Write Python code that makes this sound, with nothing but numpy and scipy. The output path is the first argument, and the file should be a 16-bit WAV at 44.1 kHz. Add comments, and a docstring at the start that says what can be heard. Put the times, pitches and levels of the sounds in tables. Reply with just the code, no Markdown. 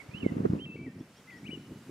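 """A songbird whistles three short phrases in trees by a river, in pure gliding tones.
A second bird chirps thinly, far off; the wood echoes both over the hiss of the water.
Fingers knock, rub and scuff on a hand-held camera, heard mostly as low thuds through its case.
The camera's gain control turns the hiss down for a while, and zooming slowly brightens it."""
import sys
import numpy as np
from scipy import signal
from scipy.fft import rfft, irfft
from scipy.io import wavfile
from scipy.ndimage import uniform_filter1d

SR = 44100
rng = np.random.default_rng(int(sys.argv[2]) if len(sys.argv) > 2 else 0)


def bounce(signal):
    """Save signal as a 16-bit WAV file at the path given by the first command-line argument."""
    frames = np.transpose(np.atleast_2d(signal))
    limited = np.clip(frames, -1, 1)
    pcm = np.round(limited * 32767).astype(np.int16)
    wavfile.write(sys.argv[1], SR, pcm)


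N = 83790
T = np.arange(N) / SR
WAVER_HZ = 152  # bandwidth of the birds' waver


def songbird():
    """Pure, slightly wavering whistles that glide and step in pitch, with their echo."""
    # whistled notes: time_s, pitch_hz, level_db
    opening = [(0, 2173, -45.5), (.014, 2250, -50), (.021, 2020, -55), (.026, 1910, -53)]
    arch = [(.105, 2340, -68), (.115, 2390, -53), (.132, 2451, -66), (.143, 2600, -44.5), (.168, 2930, -47),
            (.185, 3013, -46), (.195, 3102, -67), (.208, 2965, -44), (.218, 2823, -58), (.231, 2720, -39.5),
            (.239, 2400, -60)]
    low_fall = [(.238, 2350, -55), (.247, 2210, -45.5), (.262, 2113, -52.5), (.297, 2020, -49.5),
                (.312, 1820, -71)]
    top_step = [(.588, 2510, -49), (.596, 2745, -51.5), (.606, 3060, -47.5), (.645, 3138, -45.5),
                (.653, 3186, -46), (.658, 2300, -51), (.663, 2200, -60)]
    middle_step = [(.659, 2700, -45), (.668, 2694, -50), (.69, 2645, -50), (.729, 2637, -47),
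                   (.753, 2680, -49), (.761, 2750, -55)]
    bottom_step = [(.76, 2350, -54), (.768, 2213, -49.5), (.773, 2700, -64), (.778, 2224, -56),
                   (.797, 2318, -53), (.858, 2310, -54.5), (.868, 1950, -55.5), (.89, 1820, -62.5),
                   (.925, 1840, -64.5)]
    flick = [(1.272, 2018, -60), (1.284, 2064, -53.5), (1.301, 2042, -48), (1.306, 2814, -54.5),
             (1.31, 2066, -49.5), (1.323, 1938, -50.5), (1.36, 1930, -53), (1.373, 1977, -53.5),
             (1.385, 1836, -59), (1.405, 1900, -73)]
    upsweep = [(1.44, 2200, -53), (1.452, 2255, -55), (1.465, 2690, -46.5), (1.478, 3088, -48.5),
               (1.484, 2323, -47), (1.504, 2345, -49.5), (1.514, 2930, -44.5), (1.53, 2980, -43),
               (1.55, 2948, -43), (1.56, 2800, -51), (1.567, 2840, -60)]
    # note, pan_db, left_lag_rad, echo_db
    song = [(opening, -11.5, 1.2, -8.5), (arch, -9.5, 1.84, -8.5), (low_fall, -9, 1.25, -11),
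            (top_step, -5.5, 1.92, -15), (middle_step, 2, 1.48, -11.5), (bottom_step, 5.8, 0.34, -6.5),
            (flick, 4.8, 0.28, -9), (upsweep, 5.8, 1.2, -12)]
    trim_db, edge_s = -2.24, 0.0023
    waver = 1 + 0.0054 * wander(WAVER_HZ)
    flutter_db = 0.8 * wander(WAVER_HZ)
    direct, scattered = np.zeros((2, N)), np.zeros(N)
    for note, pan_db, left_lag_rad, echo_db in song:
        gate = np.clip(np.minimum(T - note[0][0], note[-1][0] - T) / edge_s, 0, 1)
        level = np.sqrt(2) * gate * amp(trim_db + curve(note, column=2) + flutter_db)
        phase = 2 * np.pi * np.cumsum(curve(note) * waver) / SR
        ears = level * np.sin([phase - left_lag_rad, phase])
        direct += pan(pan_db) * ears
        scattered += amp(echo_db) * ears[1]
    return direct + wood_echo(scattered)


def far_bird():
    """Thin rising chirps, each paired with a falling lower note, with their echo."""
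    # start_s, length_s, level_db, low_hz, low_offset_s
    chirps = [(.982, 0.03, -69.5, 3420, .018), (1.155, 0.0366, -66.5, 3360, 0.012),
              (1.353, .056, -69, 3390, -0.051)]
    from_hz, toward_hz, fall_hz_per_s = 4600, 5770, 4000
    waver = 1 + 0.027 * wander(WAVER_HZ)
    voice = np.zeros(N)
    for start_s, length_s, level_db, low_hz, low_offset_s in chirps:
        high_s = np.clip(T - start_s, 0, length_s)
        low_s = np.clip(T - start_s - low_offset_s, 0, length_s)
        rising_hz = toward_hz + (from_hz - toward_hz) * np.exp(-high_s / (.33 * length_s))
        falling_hz = (low_hz - fall_hz_per_s * low_s) * waver
        for hz, age_s in (rising_hz, high_s), (falling_hz, low_s):
            level = np.sqrt(2) * amp(level_db) * np.sin(np.pi * age_s / length_s)
            voice += level * np.sin(2 * np.pi * np.cumsum(hz) / SR)
    return voice + amp(-6) * wood_echo(voice)


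def wood_echo(x):
    """Scattered echoes from trunks and leaves, different at each ear."""
    echoes_per_s, t60_s, onset_s = 2000, 0.96, 0.0045
    t = T[:SR]
    taps = rng.standard_normal((2, SR)) * (rng.random((2, SR)) < echoes_per_s / SR)
    tail = taps * amp(-60 * t / t60_s) * (1 - np.exp(-t / onset_s))
    return signal.fftconvolve(x[None], tail / np.linalg.norm(tail[0]), axes=1)[:, :N]


def handling():
    """Knocks and rubs reach both microphones through the case; touches by the right port rock it."""
    # start_s, level_db, pitch_hz, port_blow_relative_db
    knocks = [(.04, -51.5, 118, -30), (0.094, -35.5, 125, -17), (0.149, -30.5, 162, -13),
              (0.2344, -27, 224, -12), (0.2499, -33, 190, -12), (0.2651, -14.5, 231, 2.5),
              (0.3226, -25, 204, -24), (0.3691, -20.5, 216, -16), (0.406, -21, 194, -3.5),
              (0.422, -28, 194, -15), (0.4503, -22, 189, 3), (0.4595, -34, 192, -26),
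              (0.4658, -21.5, 190, -9), (0.5027, -18, 151, -26), (0.5359, -16.5, 220, -11.5),
              (.5545, -22, 178, -10), (0.5976, -33, 320, -8), (0.6214, -31, 232, -29),
              (0.7016, -34, 246, -33), (0.7578, -31, 324, -33), (0.7933, -36, 250, -38),
              (0.8336, -39, 234, -38), (0.8798, -31.5, 256, -36), (.968, -32.5, 205, -38),
              (1.0115, -32.5, 257, -44), (1.1992, -45, 213, -28), (1.4327, -36, 214, -40),
              (1.4539, -36.5, 172, -34), (1.4937, -31.5, 246, -49), (1.5337, -30.5, 300, -56),
              (1.5767, -35, 290, -51), (1.8961, -33, 303, -35)]
    # grip on the case, finger drag by the port: time_s, level_db
    grip = [(0, -73.5), (.13, -57), (.165, -51.5), (.21, -50), (.24, -31.5), (.29, -46), (.32, -39),
            (.35, -38.5), (.44, -33), (.485, -42), (.55, -32.5), (.572, -37), (.59, -44.5), (.73, -48),
            (.88, -40.5), (.92, -51.5), (1.01, -44), (1.05, -59), (1.26, -65), (1.36, -48.5), (1.41, -57),
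            (1.49, -45.5), (1.6, -48.5), (1.655, -53.5), (1.715, -39.5), (1.83, -57), (1.9, -44.5)]
    drag = [(0, -66), (.2, -50.5), (.235, -40), (.285, -48), (.325, -39.5), (.345, -44.5), (.38, -34),
            (.425, -44), (.455, -30.5), (.485, -46), (.535, -33.5), (.57, -40), (.62, -57), (.7, -108)]
    # freq_hz, gain_db
    case_spectrum = [(25, -34), (50, -22.5), (80, -7.5), (150, 1), (260, 0), (380, -9.5), (520, -18),
                     (750, -30), (1500, -41.5), (4000, -74)]
    drag_spectrum = [(60, -50), (180, -6), (300, 3), (420, -8.5), (600, -13), (900, -21), (2000, -33),
                     (5000, -61)]
    case = amp(curve(grip)) * skin_slips(case_spectrum)
    port = amp(curve(drag)) * skin_slips(drag_spectrum)
    for start_s, level_db, pitch_hz, relative_db in knocks:
        case += amp(level_db) * thud(start_s, pitch_hz, cycles=0.41)
        blow_db = level_db + relative_db
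        blow_hz = 392 + 6 * max(blow_db + 20, 0)  # harder is brighter
        port += amp(blow_db) * thud(start_s, blow_hz, cycles=0.46)
    port += amp(-12.5) * thud(at_s=.454, pitch_hz=407, cycles=1.26)  # one hollow knock
    return np.array([case - rocking(port), case + port])


def thud(at_s, pitch_hz, cycles):
    """Push and rebound of a heavily damped case, centred on at_s."""
    turns = (T - at_s) * pitch_hz
    return -np.sin(2 * np.pi * turns) * np.exp(-(turns / cycles) ** 2 / 2)


def skin_slips(spectrum):
    """Stick-slip of skin: dense uneven clicks through a resonant body."""
    slips_per_s, spread_db = 1500, 2.5
    size = amp(spread_db * np.minimum(rng.exponential(1, N), 3)) * rng.choice([-1, 1], N)
    return colour(size * (rng.random(N) < slips_per_s / SR), spectrum)


def rocking(push):
    """The case rocks: a push on the right port pulls on the left a moment later."""
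    # freq_hz, gain_db
    transfer = [(100, -40), (300, -16), (450, -9.5), (650, -0.5), (1200, 4)]
    lag_s = 0.000089
    hz = np.fft.rfftfreq(N, 1 / SR)
    return irfft(rfft(push) * amp(at_freq(transfer, hz)) * np.exp(-2j * np.pi * hz * lag_s), N)


def scuffs():
    """Short dry scrapes of skin on the case, nearly uncorrelated at the two ports."""
    # centre_s, width_s, level_db, pan_db
    scrapes = [(0.388, 0.0036, -65, 19), (0.4569, 0.0029, -38.5, 6), (0.538, 0.0072, -58, 5),
               (1.897, 0.0025, -60, 0)]
    # freq_hz, gain_db
    spectrum = [(200, -5), (600, 7), (1400, 5), (2200, -14.5), (4000, -31), (12000, -45)]
    left, other = (colour(noise, spectrum) for noise in rng.standard_normal((2, N)))
    envelope = sum(pan(pan_db) * amp(level_db) * np.exp(-((T - centre_s) / width_s) ** 2 / 2)
                   for centre_s, width_s, level_db, pan_db in scrapes)
    return envelope * stereo_pair(left, other, correlation=-0.087)


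def river():
    """Steady river hiss; the camera's gain control turns it down a while, zoom slowly brightens it."""
    # freq_hz, density_db
    spectrum = [(25, -51), (100, 6.5), (400, 2.5), (800, -2), (1400, -2), (2200, -5), (3500, -10),
                (5000, -11.5), (7000, -13.5), (10000, -18), (13000, -22.5), (15500, -27.5)]
    # hiss after gain control: time_s, level_db
    hiss = [(0, -55.5), (.56, -57.5), (.6, -59), (.65, -62), (.85, -62.5), (1.0, -61), (1.2, -58),
            (1.65, -58.5), (1.9, -57.5)]
    # freq_hz, left_right_correlation
    coherence = [(60, 1), (500, 1), (950, 0.86), (1500, 0.85), (3000, 0.68), (7000, 0.36), (15000, 0.55)]
    # freq_hz, pan_db
    balance = [(600, 0), (1500, -0.8), (4000, -1), (15000, -1.5)]
    ripple_db, zoom_db_per_oct_s, pivot_hz = 0.94, 0.98, 2500
    frames, hz = N // 256 + 5, np.fft.rfftfreq(1024, 1 / SR)
    left_re, left_im, other_re, other_im, ripples = rng.standard_normal((frames, len(hz), 5)).T
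    ripples = uniform_filter1d(ripples, size=12, axis=0)
    ripples = unit(uniform_filter1d(ripples, size=10, axis=1))
    bins = stereo_pair(left_re + 1j * left_im, other_re + 1j * other_im, at_freq(coherence, hz)[:, None])
    time_s = np.linspace(0, N / SR, frames)
    octaves = np.log2(np.maximum(hz, pivot_hz / 4) / pivot_hz)
    tilt_db = zoom_db_per_oct_s * np.outer(octaves, time_s - time_s.mean())
    bins *= amp(at_freq(spectrum, hz)[:, None] + ripple_db * ripples + tilt_db)
    bins *= amp(np.outer([.5, -.5], at_freq(balance, hz)))[:, :, None]
    water = signal.istft(bins, nperseg=1024, noverlap=768)[1][:, :N]
    return amp(curve(hiss)) * unit(water)


def amp(db):
    """Decibels to gain."""
    return 10 ** (np.asarray(db) / 20)


def unit(x):
    """Scale to rms 1."""
    return x / np.sqrt(np.mean(x ** 2) + 1e-20)


def at_freq(points, hz):
    """Interpolate on a log-frequency axis."""
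    freq_hz, value = np.transpose(points)
    return np.interp(np.log(hz + 1), np.log(freq_hz + 1), value)


def curve(points, column=1):
    """Join timed points by straight lines."""
    rows = np.array(points)
    return np.interp(T, np.sort(rows[:, 0]), rows[:, column])


def pan(db):
    """Stereo gains for a left-minus-right level."""
    return amp([[db / 2], [-db / 2]])


def stereo_pair(left, other, correlation):
    """Mix two independent noises into a correlated pair."""
    return np.array([left, correlation * left + np.sqrt(1 - correlation ** 2) * other])


def colour(x, spectrum):
    """Filter by a spectrum, to rms 1."""
    return unit(irfft(rfft(x) * amp(at_freq(spectrum, np.fft.rfftfreq(N, 1 / SR))), N))


def wander(rate_hz):
    """Smooth random drift, rms 1."""
    lowpass = np.exp(-(np.fft.rfftfreq(N, 1 / SR) / rate_hz) ** 2)
    return unit(irfft(rfft(rng.standard_normal(N)) * lowpass, N))


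def scene():
    """Birds and river, with handling noise on top."""
    return songbird() + far_bird() + river() + handling() + scuffs()


def record(dry):
    """Low cut and band limit."""
    low_cut_hz, high_cut_hz = 50, 15680
    hz = np.fft.rfftfreq(2 * N, 1 / SR)
    highpassed = irfft(rfft(dry, 2 * N) * hz ** 2 / np.sqrt(hz ** 4 + low_cut_hz ** 4))[:, :N]
    lowpass = signal.firwin(767, high_cut_hz, window=("kaiser", 9), fs=SR)
    return signal.oaconvolve(highpassed, lowpass[None], "same")


dry = scene()
out = record(dry)
bounce(out)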